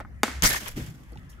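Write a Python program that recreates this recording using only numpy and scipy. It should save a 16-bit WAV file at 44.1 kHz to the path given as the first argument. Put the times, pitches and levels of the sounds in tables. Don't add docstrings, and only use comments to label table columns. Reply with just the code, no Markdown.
import sys
import numpy as np
from scipy import signal
from scipy.fft import rfft, irfft, next_fast_len
from scipy.io import wavfile
from scipy.ndimage import uniform_filter1d

SR = 44100
rng = np.random.default_rng(int(sys.argv[2]) if len(sys.argv) > 2 else 0)


def unload_wav(signal):
    wavfile.write(
        sys.argv[1],
        SR,
        np.round(np.clip(np.atleast_2d(signal).T, -1, 1) * 32767).astype(np.int16),
    )


N = 61739


def amp(db):
    return 10 ** (np.asarray(db) / 20)


def unit(x):
    return x / np.sqrt(np.mean(x ** 2) + 1e-20)


def along(points, hz):
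    f, v = np.transpose(points)
    return np.interp(np.log(hz + 1), np.log(f + 1), v)


def curves(rows):
    s, *cols = np.transpose(rows)
    t = np.arange(N) / SR
    gate = np.clip((t - s[0]) / 0.0024, 0, 1) * np.clip((s[-1] + 0.19 - t) / 0.22, 0, 1)
    return [gate] + [np.interp(t, s, c) for c in cols]


def filtered(x, response):
    m = next_fast_len(N + SR // 2)
    return irfft(rfft(x, m) * response(np.fft.rfftfreq(m, 1 / SR)), m)[..., :N]


def peak(f, centre_hz, width_hz):
    return 1j * f * width_hz / (centre_hz ** 2 - f * f + 1j * f * width_hz + 1e-9)


def coloured(x, spectrum):
    points = [(spectrum[0][0] / 2, -60), *spectrum, (spectrum[-1][0] * 2, -60)]
    return unit(filtered(x, lambda f: amp(along(points, f))))


def stereo(rows, likeness, lag_s=0):
    turn = lambda f: np.arccos(np.clip(along(likeness, f), -1, 1)) / 2
    mid, side = filtered(rows, lambda f: np.array([np.cos(turn(f)), np.sin(turn(f))]))
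    lag = lambda f: np.exp(-1j * np.pi * f * lag_s * np.array([[1], [-1]]))
    return filtered(np.array([mid + side, mid - side]), lag)


def clicks(per_s, spread_db):
    hit = rng.random((2, N)) < per_s / SR
    return hit * rng.choice([-1, 1], (2, N)) * amp(spread_db * rng.exponential(size=(2, N)))


def burst(start_s, db, t60):
    t = np.arange(N) / SR - start_s
    return rng.standard_normal((2, N)) * (t >= 0) * amp(db - 60 * np.abs(t) / t60)


# (frequency [Hz], left-right likeness [0-1])
FAR_LIKENESS = [(60, 0.88), (500, 0.365), (2000, 0.33), (10000, .2)]
# (frequency [Hz], relative level [dB])
AMBIENCE = [(20, -22.5), (63, 4), (90, -9), (150, -13.5), (240, -19), (430, -36), (950, -38), (1900, -36.5),
            (3500, -56), (8000, -58), (16000, -63.5)]
# (time [s], level [dB])
RUMBLE = [(0, -32.5), (.1, -41.5), (.17, -42), (.55, -40), (.9, -46.5), (1.06, -47.5), (1.2, -48),
          (1.4, -47)]
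def traffic_and_air(rumble_top_hz=261, air_db=-39.5):
    spectra = signal.stft(rng.standard_normal((2, N)), nperseg=1024)[2]
    patches = uniform_filter1d(uniform_filter1d(rng.standard_normal(spectra.shape[1:]), 5, 0), 6, 1)
    noise = signal.istft(spectra * amp(3.7 * unit(patches)), nperseg=1024)[1][:, :N]
    bed = stereo(coloured(noise, AMBIENCE), FAR_LIKENESS, lag_s=0.00018)
    rumble = filtered(bed, lambda f: 1 / (1 + (f / rumble_top_hz) ** 4))
    return amp([[.7], [-.7]]) * (amp(curves(RUMBLE)[1]) * rumble + amp(air_db) * (bed - rumble))


NET_LAG_S = 0.0002995
# (time [s], level [dB], pitch [Hz],
# width [Hz], t60 [s])
TICKS = [(0.279, -41.5, 255, 122, .2), (1.297, -55, 8500, 13000, 0.18), (1.328, -57.5, 3000, 785, 0.046),
         (1.119, -60.5, 9200, 9270, 0.05), (.66, -39, 1700, 2000, .04), (.762, -46, 1900, 1800, .05),
         (.812, -35, 135, 60, .3), (.876, -36, 135, 55, .3), (1.119, -47, 330, 300, 0.12),
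         (1.131, -57, 4500, 1200, .025), (1.155, -43, 115, 90, 0.8), (1.157, -47, 870, 200, 0.035),
         (1.157, -57, 3600, 3000, .025), (1.173, -50, 2600, 2800, 0.03)]
def ticks():
    x = sum(filtered(burst(s, db, t60), lambda f: peak(f, hz, width) ** 2 * np.sqrt(SR / width))
            for s, db, hz, width, t60 in TICKS)
    return stereo(x, [(1000, 0.9)], NET_LAG_S)


# (frequency [Hz], t60 [s])
YARD_DECAY = [(200, 0.27), (1500, 0.62), (4000, 0.6), (12000, 0.44)]
# (frequency [Hz], relative level [dB])
YARD_COLOUR = [(88, -26.5), (190, 8.5), (259, -0.5), (998, -5), (2100, -1.5), (2870, -11.5), (7320, -15.5),
               (16000, -30)]
def yard_tail(knock_s, tilt_db, stretch, gap_s=0.0049):
    hz, t, spectra = signal.stft(rng.standard_normal((2, N)), SR, nperseg=256)
    colour_db = along(YARD_COLOUR, hz) + tilt_db * abs(np.log2(hz / 1000 + 0.54))
    decay_db = 60 * t / stretch / along(YARD_DECAY, hz)[:, None]
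    tail = signal.istft(spectra * amp(colour_db[:, None] - decay_db), SR, nperseg=256)[1]
    start = round((knock_s + gap_s) * SR)
    return np.pad(tail / np.std(tail[:, :SR // 20]), ((0, 0), (start, 0)))[:, :N]


# (frequency [Hz], relative level [dB], t60 [s])
KNOCK_MODES = [(269, -7.5, 0.034), (495, -11.5, 0.034), (757, -3, 0.019), (1340, 7.5, 0.0045),
               (2235, -9, 0.025), (2860, -15.5, 0.033), (3677, -15, 0.03), (4590, -14.5, 0.0095),
               (6570, -0.5, 0.0019)]
def knock(tilt_db, rise_cycles=0.36):
    t, ring = np.arange(SR // 8) / SR, 0
    for k, (hz, db, t60) in enumerate(KNOCK_MODES):
        rise = 1 - np.exp(-t * hz / rise_cycles)
        decay = amp(db + tilt_db * abs(np.log2(hz / 1000)) - 60 * t / t60)
        ring += (-1) ** k * rise * decay * np.sin(2 * np.pi * hz * t)
    return ring + 0.23 * amp(1.14 * tilt_db - 60 * t / 0.016) * rng.standard_normal(len(t))


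BLOW_TIMES = [.002, .2329]
# (level [dB], tilt away from 1 kHz [dB/octave], tail [dB], far echo [dB], tail stretch [x])
BLOWS = [(-25, -7.5, -44, -30, 0.14), (-8, 1.5, -33, -23.5, 1)]
# (delay [s], left [dB], right [dB], dulling corner [Hz])
REFLECTIONS = [(.0047, -4, -7, 9000), (.0094, -11, -11, 6000)]
def machine_and_bat(far_echo_s=.0472):
    direct, slap = np.zeros((2, N + SR))
    tails = 0
    for s, (db, tilt_db, tail_db, echo_db, stretch) in zip(BLOW_TIMES, BLOWS):
        ring = knock(tilt_db)
        direct[round(s * SR):][:len(ring)] += amp(db) * ring
        slap[round((s + far_echo_s) * SR):][:len(ring)] += amp(echo_db) * ring
        tails += amp(tail_db) * yard_tail(s, tilt_db, stretch)
    paths = lambda f: 1 + sum(
        amp([[left], [right]]) * np.exp(-2j * np.pi * f * delay) / (1 + 1j * f / hz) ** 2
        for delay, left, right, hz in REFLECTIONS)
    far_fence = filtered(slap[:N], lambda f: paths(f) * peak(f, 1300, width_hz=1400) ** 2)
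    return filtered(direct[:N], paths) + far_fence + stereo(tails, FAR_LIKENESS)


# (time [s], deep level [dB], thud level [dB])
BOOM_LEVELS = [(0.42, -28, -49), (0.434, -24.5, -20.5), (0.454, -24, -26), (0.48, -36, -41),
               (0.498, -51, -35), (0.606, -83, -60.5), (0.628, -44, -37.5), (0.658, -46, -55),
               (0.72, -37, -63), (0.758, -46, -47.5), (0.778, -51, -28.5), (0.835, -61, -43),
               (0.87, -64, -55), (0.96, -73, -50.5)]
# (frequency [Hz], relative level [dB])
DEEP_BAND = [(20, 12), (36, 4.5), (75, -14), (110, -5), (200, -41.5)]
THUD_BAND = [(90, -6.5), (135, 3.5), (180, -8.5), (260, -2), (400, -16), (700, -24.5)]
def boom():
    gate, deep_db, thud_db = curves(BOOM_LEVELS)
    deep = amp(deep_db) * coloured(rng.standard_normal((2, N)), DEEP_BAND)
    thud = amp(thud_db) * coloured(rng.standard_normal((2, N)), THUD_BAND)
    return stereo(gate * (deep + thud), [(100, 0.98)]) * amp([[.8], [-.8]])


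# (frequency [Hz], width [Hz], gain [dB])
FRAME_MODES = [(1032, 120, -3), (1253, 15, -9.5), (1793, 200, 7.5), (2076, 32, -5.5), (3936, 77, -4),
               (4550, 91, 3.5), (4960, 90, -3), (5456, 120, 0.5), (6196, 130, 5), (7240, 140, 8),
               (11250, 270, 6)]
# (time [s], level [dB], pitch of the part struck [Hz], 1/e decay [s])
FRAME_JOLTS = [(0.442, -34.5, 1930, 0.058), (.444, -10.5, 1134, 0.0099), (.456, -28, 4600, 0.0088),
               (0.456, -15, 5670, 0.0091), (0.467, -21, 2120, 0.024), (0.489, -30.5, 11400, 0.011),
               (0.507, -23.5, 3750, 0.014), (.513, -31, 1810, 0.0092), (0.534, -32.5, 1790, 0.019),
               (.543, -26, 1047, 0.014), (0.559, -38, 5930, 0.018), (.562, -32, 1860, 0.012),
               (.681, -39.5, 11600, 0.0057), (0.708, -49, 11400, 0.0045), (0.801, -46, 1850, 0.0087),
               (1.292, -58.5, 5640, 0.025)]
def fittings(reach_octaves=.15):
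    t, rattle = np.arange(N) / SR, 0
    for s, db, part_hz, decay_s in FRAME_JOLTS:
        scrape = rng.standard_normal((2, N)) * (t >= s) * np.exp(-np.abs(t - s) / decay_s) * amp(db)
        near = lambda hz: np.exp(-(np.log2(hz / part_hz) / reach_octaves) ** 2)
        modes = lambda f: sum(amp(gain) * near(hz) * np.sqrt(SR / width / 4) * peak(f, hz, width)
                              for hz, width, gain in FRAME_MODES)
        rattle += filtered(scrape, modes)
    return rattle


# (frequency [Hz], relative level [dB], t60 [s])
CORD_MODES = [(3660, -28, 0.0083), (5430, -9.5, 0.0059), (6350, 10.5, 0.0023), (12500, -6.5, 0.0035)]
def cord_snap(start_s=.4231, ring_db=-14.5):
    t = np.clip(np.arange(N) / SR - start_s, 0, None)
    ring = sum(amp(ring_db + db - 60 * t / t60) * np.sin(2 * np.pi * hz * t) for hz, db, t60 in CORD_MODES)
    fizz = filtered(burst(start_s, db=-19, t60=0.015), lambda f: peak(f, 4700, 9000) ** 2)
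    return ring * [[1], [.2]] + fizz


# (time [s], rustle [dB], clatter over rustle [dB], left over right [dB])
SHAKING = [(.425, -35.5, 4.5, 9.5), (.437, -21.5, -1.5, -8.5), (.452, -18.5, -4.5, 5), (.461, -19, -7.5, 0),
           (.478, -22.5, -15.5, -0.5), (.5, -29, -4, -0.5), (.524, -35, 0.5, -3.5), (.535, -33, -5, 1),
           (.568, -33, -1, 1), (.595, -43.5, -10, -7.5), (.606, -40, -2.5, 1.5), (.632, -42, 0.5, -0.5),
           (.655, -46, -3.5, -10), (.661, -46, 5.5, 15.5), (.672, -42, 8.5, -3), (.682, -35, 0, -4),
           (.7, -50.5, -1, -0.5), (.755, -59, 1, -0.5), (.768, -42, -2, 0), (.85, -51.5, 1.5, 0),
           (.94, -63, -3, -0.5), (1.4, -77.5, 11.5, -1.5)]
# (frequency [Hz], relative level [dB])
CORD_BAND = [(1290, -15), (2200, -3), (2550, -24.5), (3470, -11.5), (5220, -7.5), (6370, -9), (11100, -14),
             (16000, -13.5)]
CLATTER_BAND = [(240, -41.5), (400, -8), (1850, -7.5), (3500, -7.5), (4550, -47), (7700, -120)]
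# (frequency [Hz], left-right likeness [0-1])
NET_LIKENESS = [(500, 0.9), (1200, 0.25), (3000, 0.057)]
def net_screen(grain_db=-6, clink_db=-10.5, jingle_db=-6.5, clink_decay_s=.004):
    gate, level_db, clatter_db, pan_db = curves(SHAKING)
    clink_shape = np.exp(-np.arange(SR // 20) / SR / clink_decay_s)
    contacts = np.abs(clicks(per_s=90, spread_db=4)[0])
    clinks = np.minimum(signal.fftconvolve(contacts, clink_shape)[:N], 3)
    grains = lambda: rng.standard_normal((2, N)) + amp(grain_db) * unit(clicks(per_s=3000, spread_db=2.5))
    roughness = unit(1 + amp(clink_db) * clinks)
    cords = coloured(grains(), CORD_BAND)
    clatter = coloured(grains(), CLATTER_BAND) * amp(clatter_db)
    frame = lambda f: sum(amp(gain) * peak(f, hz, width) for hz, width, gain in FRAME_MODES)
    jingle = amp(jingle_db) * unit(filtered(clinks * grains(), frame))
    shake = gate * amp(level_db) * (roughness * (cords + clatter) + jingle)
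    impact = shake + fittings() + cord_snap()
    return stereo(impact, NET_LIKENESS, NET_LAG_S) * amp([pan_db / 2, -pan_db / 2])


def scene():
    return machine_and_bat() + net_screen() + boom() + ticks() + traffic_and_air()


def record(dry):
    top_hz, edge_hz = 15800, 700
    return filtered(dry, lambda hz: np.clip((top_hz - hz) / edge_hz + .5, 0, 1) ** 2)


dry = scene()
out = record(dry)
unload_wav(out)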